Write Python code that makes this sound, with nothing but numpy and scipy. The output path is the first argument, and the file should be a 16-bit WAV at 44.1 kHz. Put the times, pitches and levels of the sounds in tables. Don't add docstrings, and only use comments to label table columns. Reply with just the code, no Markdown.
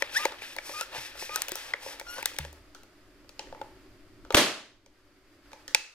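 import sys
import numpy as np
from scipy import signal
from scipy.fft import rfft, irfft
from scipy.io import wavfile

SR = 44100
rng = np.random.default_rng(int(sys.argv[2]) if len(sys.argv) > 2 else 0)


def transcribe(signal):
    frames = np.atleast_2d(signal).T
    limited = np.clip(frames, -1, 1)
    pcm = np.round(limited * 32767).astype(np.int16)
    wavfile.write(sys.argv[1], SR, pcm)


N = 261938

# f/Hz, level/dB, t60/s
SHELL_MODES = [(370, -9.5, 0.056), (560, 14, 0.041), (675, 14.5, 0.015), (871, 19, 0.024),
               (1100, -10, 0.077)]


def amp(db):
    return 10 ** (np.asarray(db) / 20)


def rms_one(x):
    return x / np.sqrt(np.mean(x ** 2) + 1e-20)


def in_time(curve):
    return np.interp(np.arange(N) / SR, *np.transpose(curve))


def at_hz(points, hz):
    freqs, values = np.transpose(points)
    return np.interp(np.log(hz + 1), np.log(freqs), values)


def colour(x, spectrum):
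    size = x.shape[-1]
    return irfft(rfft(x) * amp(at_hz(spectrum, np.fft.rfftfreq(size, 1 / SR))), size)


def drift(rate_hz):
    r = np.exp(-2 * np.pi * rate_hz / SR)
    return rms_one(signal.lfilter([1], [1, -2 * r, r * r], rng.standard_normal(N + SR))[SR:])


def swell(s, length, change_db, rise, fade):
    t = np.arange(N) / SR - s
    return rise * np.minimum(t, 0) + change_db * np.clip(t / length, 0, 1) - fade * np.maximum(t - length, 0)


def click(s, db):
    return amp(db) * (np.arange(N) == round(s * SR))


def ring(x, hz, t60):
    r, w = amp(-60 / (t60 * SR)), 2 * np.pi * hz / SR
    return signal.lfilter([0, np.sin(w)], [1, -2 * r * np.cos(w), r * r], x + 1e-18)


def filtered(x, hz, kind, order=2):
    return signal.sosfilt(signal.butter(order, hz, kind, fs=SR, output="sos"), x)


def diffuse(size):
    # f/Hz, left-right correlation
    likeness = [(60, 0.9), (180, 0.98), (550, 0.94), (1650, 0.62), (4970, 0.067), (15000, -0.088)]
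    mid, side = rfft(rng.standard_normal((2, size)))
    alike = np.clip(at_hz(likeness, np.fft.rfftfreq(size, 1 / SR)), 0, 1)
    return irfft((np.sqrt(1 + alike) * mid + np.sqrt(1 - alike) * side * [[1], [-1]]) / np.sqrt(2), size)


def hiss_lift():
    # t/s, length/s, level/dB
    lifts = [(0.0, 2.13, -58), (3.4, 0.25, -70), (5.0, 0.17, -75), (5.52, 0.32, -66)]
    gain = sum(amp(db + swell(s, length, 0, rise=123.5, fade=32.5)) for s, length, db in lifts)
    return gain * amp(2.5 * drift(9))


def hum():
    # f/Hz, level/dB
    spectrum = [(12, 7), (20, -22), (43, 6), (70, -11), (106, -2.5), (146, -16.5), (260, -8.5), (295, 2),
                (330, -6), (375, -1), (507, -28.5), (614, -10.5), (900, -42), (1170, -45.5), (1980, -120)]
    # t/s, level/dB
    ride = [(0, -58.5), (3.3, -59), (3.55, -53.5), (3.9, -54.5), (5.94, -58)]
    return rms_one(colour(diffuse(N), spectrum)) * amp(in_time(ride) + 0.82 * drift(4))


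def hiss():
    # f/Hz, level/dB
    spectrum = [(290, -31.5), (500, -3), (847, -9.5), (1290, -4), (2190, -7.5), (3990, -14), (4830, -10.5),
                (5430, -16), (7940, -20.5), (14700, -24), (16500, -60)]
    # f/Hz, level/dB against the hiss
    tones = [(3410, -30), (7870, -31)]

    def narrow(x, hz, t60):
        return rms_one(ring(ring(x, hz, t60), hz, t60))

    throb = np.maximum(np.sin(2 * np.pi * 22.3 * np.arange(N) / SR), 0)
    trill = amp(-19) * narrow(diffuse(N) * throb, hz=4850, t60=.003)
    whines = sum(amp(db) * narrow(diffuse(N), hz, t60=.052) for hz, db in tones)
    return rms_one(colour(diffuse(N), spectrum)) + trill + whines


def background():
    # t/s, depth/dB
    dips = [(4.4, -11.5), (5.76, -16)]
    t, sink_s, recovery_db_per_s = np.arange(N) / SR, 0.11, 8.5
    dip_db = sum(np.interp(t, [s, s + sink_s, s + sink_s - db / recovery_db_per_s], [0, db, 0])
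                 for s, db in dips)
    hiss_gain = amp(-64 + dip_db) + hiss_lift()
    return hum() * amp(dip_db) + hiss() * hiss_gain


def room(x):
    # f/Hz, t60/s
    decay = [(60, 0.45), (250, 0.39), (1000, 0.47), (5000, 0.47), (8000, 0.44), (13000, 0.27)]
    t, edges = np.arange(SR * 3 // 4) / SR, np.geomspace(30, 18000, 15)
    noise, tail, build_s = diffuse(len(t)), 0, .00057
    for k, (low, high) in enumerate(zip(edges, edges[1:])):
        band = (-1) ** k * filtered(noise, [low, high], "band")
        tail += band * amp(-60 * t / at_hz(decay, np.sqrt(low * high)))
    tail *= 1 - np.exp(-t / build_s)
    return signal.fftconvolve(x[None], rms_one(tail) / np.sqrt(len(t)), axes=1)[:, :N]


def close_mic(left, right):
    lag_samples = 5
    turn = np.minimum(2 * np.pi * np.fft.rfftfreq(N) * lag_samples, np.pi / 2)
    return np.array([left, irfft(rfft(right) * np.exp(-1j * turn), N)])


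def thumps():
    # t/s, peak/dB, f/Hz, t60/s
    swings = [(0.981, -46.5, 132, 0.14), (1.52, -34, 365, 0.066), (2.396, -39, 148, 0.27),
              (2.401, -37, 74, 0.56), (4.342, -18, 720, 0.018), (4.347, -12.5, 95, 0.026),
              (4.347, -35.5, 324.4, 0.018)]
    return sum(ring(click(s, db), hz, t60) for s, db, hz, t60 in swings)


def latch_spring():
    return ring(click(s=5.752, db=-39), hz=2600, t60=.42)


def rod_slide():
    # t/s at full speed, length/s, shell/dB, rub/dB, air/dB, friction change/dB, air change/dB
    strokes = [(0.0, 0.029, -54, -50.5, -47.5, 8.5, -6), (0.148, 0.1, -43, -39, -39, 1.5, -3.5),
               (0.431, 0.1, -54, -41, -48.5, -7, -3.5), (0.659, 0.15, -54.5, -49, -44.5, 6, -1),
               (0.967, 0.11, -45, -38, -42.5, -6.8, -5.5), (1.202, 0.065, -49, -42.5, -41.5, -4.5, -4),
               (1.349, 0.089, -43, -40, -41, -6.5, -14), (1.512, 0.17, -52, -44.5, -51.5, -1.2, 3),
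               (1.833, 0.098, -52.5, -47.5, -47, 2, 0), (2.069, 0.13, -61, -59.5, -57, 14.5, 8.5),
               (2.284, 0.06, -54.5, -43, -54.5, -11.5, -4), (2.407, 0.046, -53.5, -47.5, -64, -3.5, 8)]
    # f/Hz, level/dB
    rub_spectrum = [(590, -41), (1000, -28), (1310, -9.5), (1670, 2.5), (2290, -1), (2530, 4.5), (2910, -2),
                    (3500, 0), (5220, -11), (7000, -46), (9100, -45), (15400, -120)]
    # f/Hz, level/dB
    air_spectrum = [(2350, -30.5), (4000, -14), (5200, -4.5), (5850, -5), (6500, -12), (9000, -13.5),
                    (13700, -17), (15600, -25), (16500, -48)]
    shell_gain, rub_gain, air_gain = np.zeros((3, N))
    for s, length, shell_db, rub_db, air_db, friction_change, air_change in strokes:
        friction_db = swell(s, length, friction_change, rise=299, fade=195.5)
        shell_gain += amp(shell_db + friction_db)
        rub_gain += amp(rub_db + friction_db)
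        air_gain += amp(air_db + swell(s, length, air_change, rise=399, fade=297))
    grains = rng.standard_normal((2, N)) * amp(1.8 * drift(50) + 1.5 * drift(400))
    modes = sum(amp(db) * ring(grains[0], hz, 0.52 * t60) for hz, db, t60 in SHELL_MODES)
    shell = np.diff(modes * amp(4.1 * drift(10.8)), prepend=0)
    rub = colour(grains[1], rub_spectrum)
    air = colour(rng.standard_normal(N) * amp(1.2 * drift(60)), air_spectrum)
    return shell_gain * rms_one(shell) + rub_gain * rms_one(rub) + air_gain * rms_one(air)


def seal_squeaks():
    # t/s, length/s, start f/Hz, climb/(Hz/s), last surge/Hz, level/dB,
    # time to peak/s, slope around the peak/(dB/s), overtone tilt/(dB/octave)
    squeaks = [(.146, .044, 1370, 17300, 0, -20, .024, 800, 0.5),
               (.186, .072, 1168, 1500, 5, -40, .045, 20, -4),
               (.735, .105, 1205, 500, 152, -41, .07, 30, 0.1),
               (1.295, .095, 1190, 1180, 3, -40, .06, 110, -4),
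               (2.064, .166, 1400, 450, 205, -44, .036, 95, 2)]
    # f/Hz, level/dB
    spectrum = [(2000, 0), (2600, -6), (3600, -15), (5500, -8), (7000, -19), (9000, -22), (10800, -15),
                (13000, -24), (16000, -34)]
    overtone_lag_s, fade_s = 0.0045, 0.0051
    out, flicker_db = np.zeros(N), [2.5 * (k > 1) * drift(40) for k in range(12)]
    for s, length, start_hz, climb, surge, level_db, to_peak, slope, tilt in squeaks:
        t = np.clip(np.arange(N) / SR - s, 0, length)
        hz = start_hz + climb * t + surge * (t / length) ** 4
        phase = 2 * np.pi * np.cumsum(hz * (1 + .002 * drift(150))) / SR
        stack = 0
        for k in range(1, 12):
            gain = amp(at_hz(spectrum, k * hz) + tilt * np.log2(k) + flicker_db[k])
            gate = np.clip(np.minimum(t - overtone_lag_s * (k - 1), length - t) / fade_s, 0, 1)
            stack += gain * gate * np.sin(k * phase) * (k * hz < SR / 2)
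        out += np.sqrt(2) * amp(level_db - slope * abs(t - to_peak) + 1.2 * drift(90)) * stack
    return out


def shell_hit(contact, crack, levels_db, edge_hz, body_hz):
    body = sum(amp(db - 10 * abs(np.log2(hz / body_hz))) * ring(contact, hz, t60)
               for hz, db, t60 in SHELL_MODES)
    edge = contact + amp(-16) * ring(contact, edge_hz, t60=14 / edge_hz)
    layers = np.array([filtered(body, 400, "high", order=3),
                       filtered(edge, [1200, 3300], "band"),
                       -filtered(crack, [3300, 7000], "band"),
                       filtered(crack, 7000, "high")])
    return amp(levels_db)[:, None] * layers / np.abs(layers).max(1, keepdims=True)


def knocks():
    # t/s, body/dB, edge/dB, bite/dB, treble/dB, edge f/Hz, most struck shell f/Hz, send/dB
    hits = [(0.022, -19.5, -10.5, -21.5, -27, 2280, 603, -19.5),
            (0.253, -13, -14, -16.5, -22, 2220, 620, -19), (0.321, -32.5, -32.5, -40, -51, 1490, 864, -16),
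            (0.419, -38, -31.5, -43, -55, 2450, 1180, -19), (0.564, -31.5, -32, -31.5, -28, 1920, 600, -10),
            (0.585, -31, -19.5, -34.5, -41, 2320, 522, -14),
            (0.692, -30.5, -34.5, -36.5, -45, 2320, 560, -4), (0.81, -29, -23, -20, -24, 1415, 530, -13),
            (0.981, -35, -29, -41, -46, 2540, 864, -4), (1.153, -40, -41, -57, -49, 1450, 568, -15),
            (1.223, -28.5, -29.5, -43, -48, 2200, 596, -12.5), (1.293, -32, -28, -42, -51, 2460, 1200, -11),
            (1.359, -28.5, -20.5, -17, -13, 1470, 886, -14.5),
            (1.419, -68, -21.5, -21.5, -15, 2900, 853, -17), (1.483, -36, -26, -27.5, -22, 3300, 888, -27),
            (1.492, -37.5, -36, -42, -22, 1770, 575, -33),
            (1.518, -33, -28.5, -24.5, -18.5, 2030, 636, -24),
            (1.555, -32, -32.5, -24.5, -23, 1310, 864, -4), (1.736, -29, -14, -36, -64, 2180, 1160, -16),
            (1.742, -32, -49, -50, -64, 1660, 530, -16), (1.863, -29.5, -38.5, -45, -48, 2380, 560, -8.5),
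            (1.997, -41.5, -31, -29, -28.5, 2260, 1080, -10), (2.012, -32, -29, -50, -56, 2200, 533, -27),
            (2.182, -27.5, -33, -34, -40, 1740, 1000, -21), (2.187, -35, -32, -52, -46, 1530, 554, -17),
            (2.227, -30, -23, -35, -28, 2600, 593, -31), (2.257, -30.5, -19, -14, -12, 2080, 1100, -16),
            (2.315, -44, -40, -44, -51, 1290, 549, -11), (2.343, -43, -56, -43, -42.5, 1960, 546, -14),
            (2.364, -65, -40, -34, -48, 2580, 544, -12),
            (2.386, -28.5, -19.5, -22.5, -18.5, 2130, 870, -15.5),
            (2.449, -33.5, -36.5, -37, -53, 1870, 600, -12.5), (2.528, -43, -60, -48.5, -40, 1830, 575, -6),
            (2.748, -43.5, -40.5, -37.5, -46, 1400, 996.6, -3),
            (2.833, -50, -48.5, -50, -47.5, 2670, 816.4, -11), (3.245, -49, -51, -63, -69, 1440, 587, -17),
            (3.292, -50, -45, -37.5, -45, 2650, 614, -8), (3.393, -32.5, -29.5, -26, -67, 3100, 1040, -7.5),
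            (3.47, -43.5, -44, -62, -66, 1900, 519, -4), (3.525, -30, -51, -53, -61, 1390, 541, -15),
            (3.547, -35, -42, -57, -58, 2200, 850, -2.5), (3.614, -25.5, -31, -65, -43.5, 1220, 875, -11.5),
            (4.249, -43, -41.5, -52, -62, 1360, 533, -3), (4.305, -19.5, -24, -34, -39.5, 1180, 869, -7.5),
            (4.324, -43, -32.5, -34, -35, 2310, 856, -6.5), (4.345, -23.5, -3, -12, -19, 2800, 608, -11.5),
            (4.861, -53, -54, -44, -63, 2300, 571, -7), (5.517, -46, -46, -51, -58, 1660, 547, -1),
            (5.531, -34.5, -38.5, -35.5, -51, 2440, 830, -6.5),
            (5.679, -47.5, -36, -27, -38, 1870, 487, -5), (5.707, -52, -47, -48, -50, 1930, 541, 4),
            (5.747, -18.5, -6.5, -2.5, -16.5, 2740, 880, -18.5)]
    # t/s, treble left over right/dB
    place = [(0, 6), (2.5, 3), (4.3, 4), (5.0, -0.5), (5.5, 0.5), (5.94, -0.3)]
    rise_s, contact_s, crack_s = .0008, .002, .0012
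    t, out, pan_db = np.arange(SR // 6) / SR, np.zeros((3, N + SR)), in_time(place)
    impulse = 1. * (t == 0)
    pan_share = np.array([.3, .6, 1, 1])
    for s, *levels_db, edge_hz, body_hz, send_db in hits:
        start, voicing = round(s * SR), (levels_db, edge_hz, body_hz)
        rough = rng.standard_normal(len(t)) * (1 - np.exp(-t / rise_s))
        direct = shell_hit(rough * np.exp(-t / contact_s), rough * np.exp(-t / crack_s), *voicing)
        plain = shell_hit(impulse, impulse, *voicing)
        plain *= (np.linalg.norm(direct, axis=1) / np.linalg.norm(plain, axis=1))[:, None]
        sides = amp(np.outer([.5, -.5], pan_share * pan_db[start])) @ direct
        out[:, start:start + len(t)] += [*sides, amp(send_db) * plain.sum(0)]
    return out[:2, :N], out[2, :N]


def shot():
    # t/s, direct/dB, send/dB, decay/ms
    bursts = [(4.346, -11.5, 17.5, 9.4), (4.368, -20.5, 31.5, 7.7)]
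    # f/Hz, level/dB
    spectrum = [(35, -62), (60, -30), (208, -9.5), (334, -4), (534, -12), (586, -4), (724, -12),
                (3670, -11.5), (15000, -28), (16500, -54.5)]
    t, noise = np.arange(N) / SR, rms_one(colour(rng.standard_normal(N), spectrum))
    envelope = sum(amp(db) * (t >= s) * np.exp(-1000 * np.maximum(t - s, 0) / ms)
                   for s, db, _, ms in bursts)
    pulses = sum(click(s, db) for s, _, db, _ in bursts)
    return noise * envelope, colour(pulses, spectrum)


def scene():
    hits, hit_send = knocks()
    pump = rod_slide() + seal_squeaks()
    pop, pop_send = shot()
    direct = pump * amp([[1.2], [-1.2]]) + thumps() + latch_spring() + pop + hits
    wet = room(hit_send + amp(-17.5) * pump + pop_send)
    return close_mic(*direct) + wet + background()


def record(dry):
    rounded = .8 * np.tanh(dry / .8)
    return signal.sosfilt(signal.cheby2(10, 60, 17000, fs=SR, output="sos"), rounded)


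dry = scene()
out = record(dry)
transcribe(out)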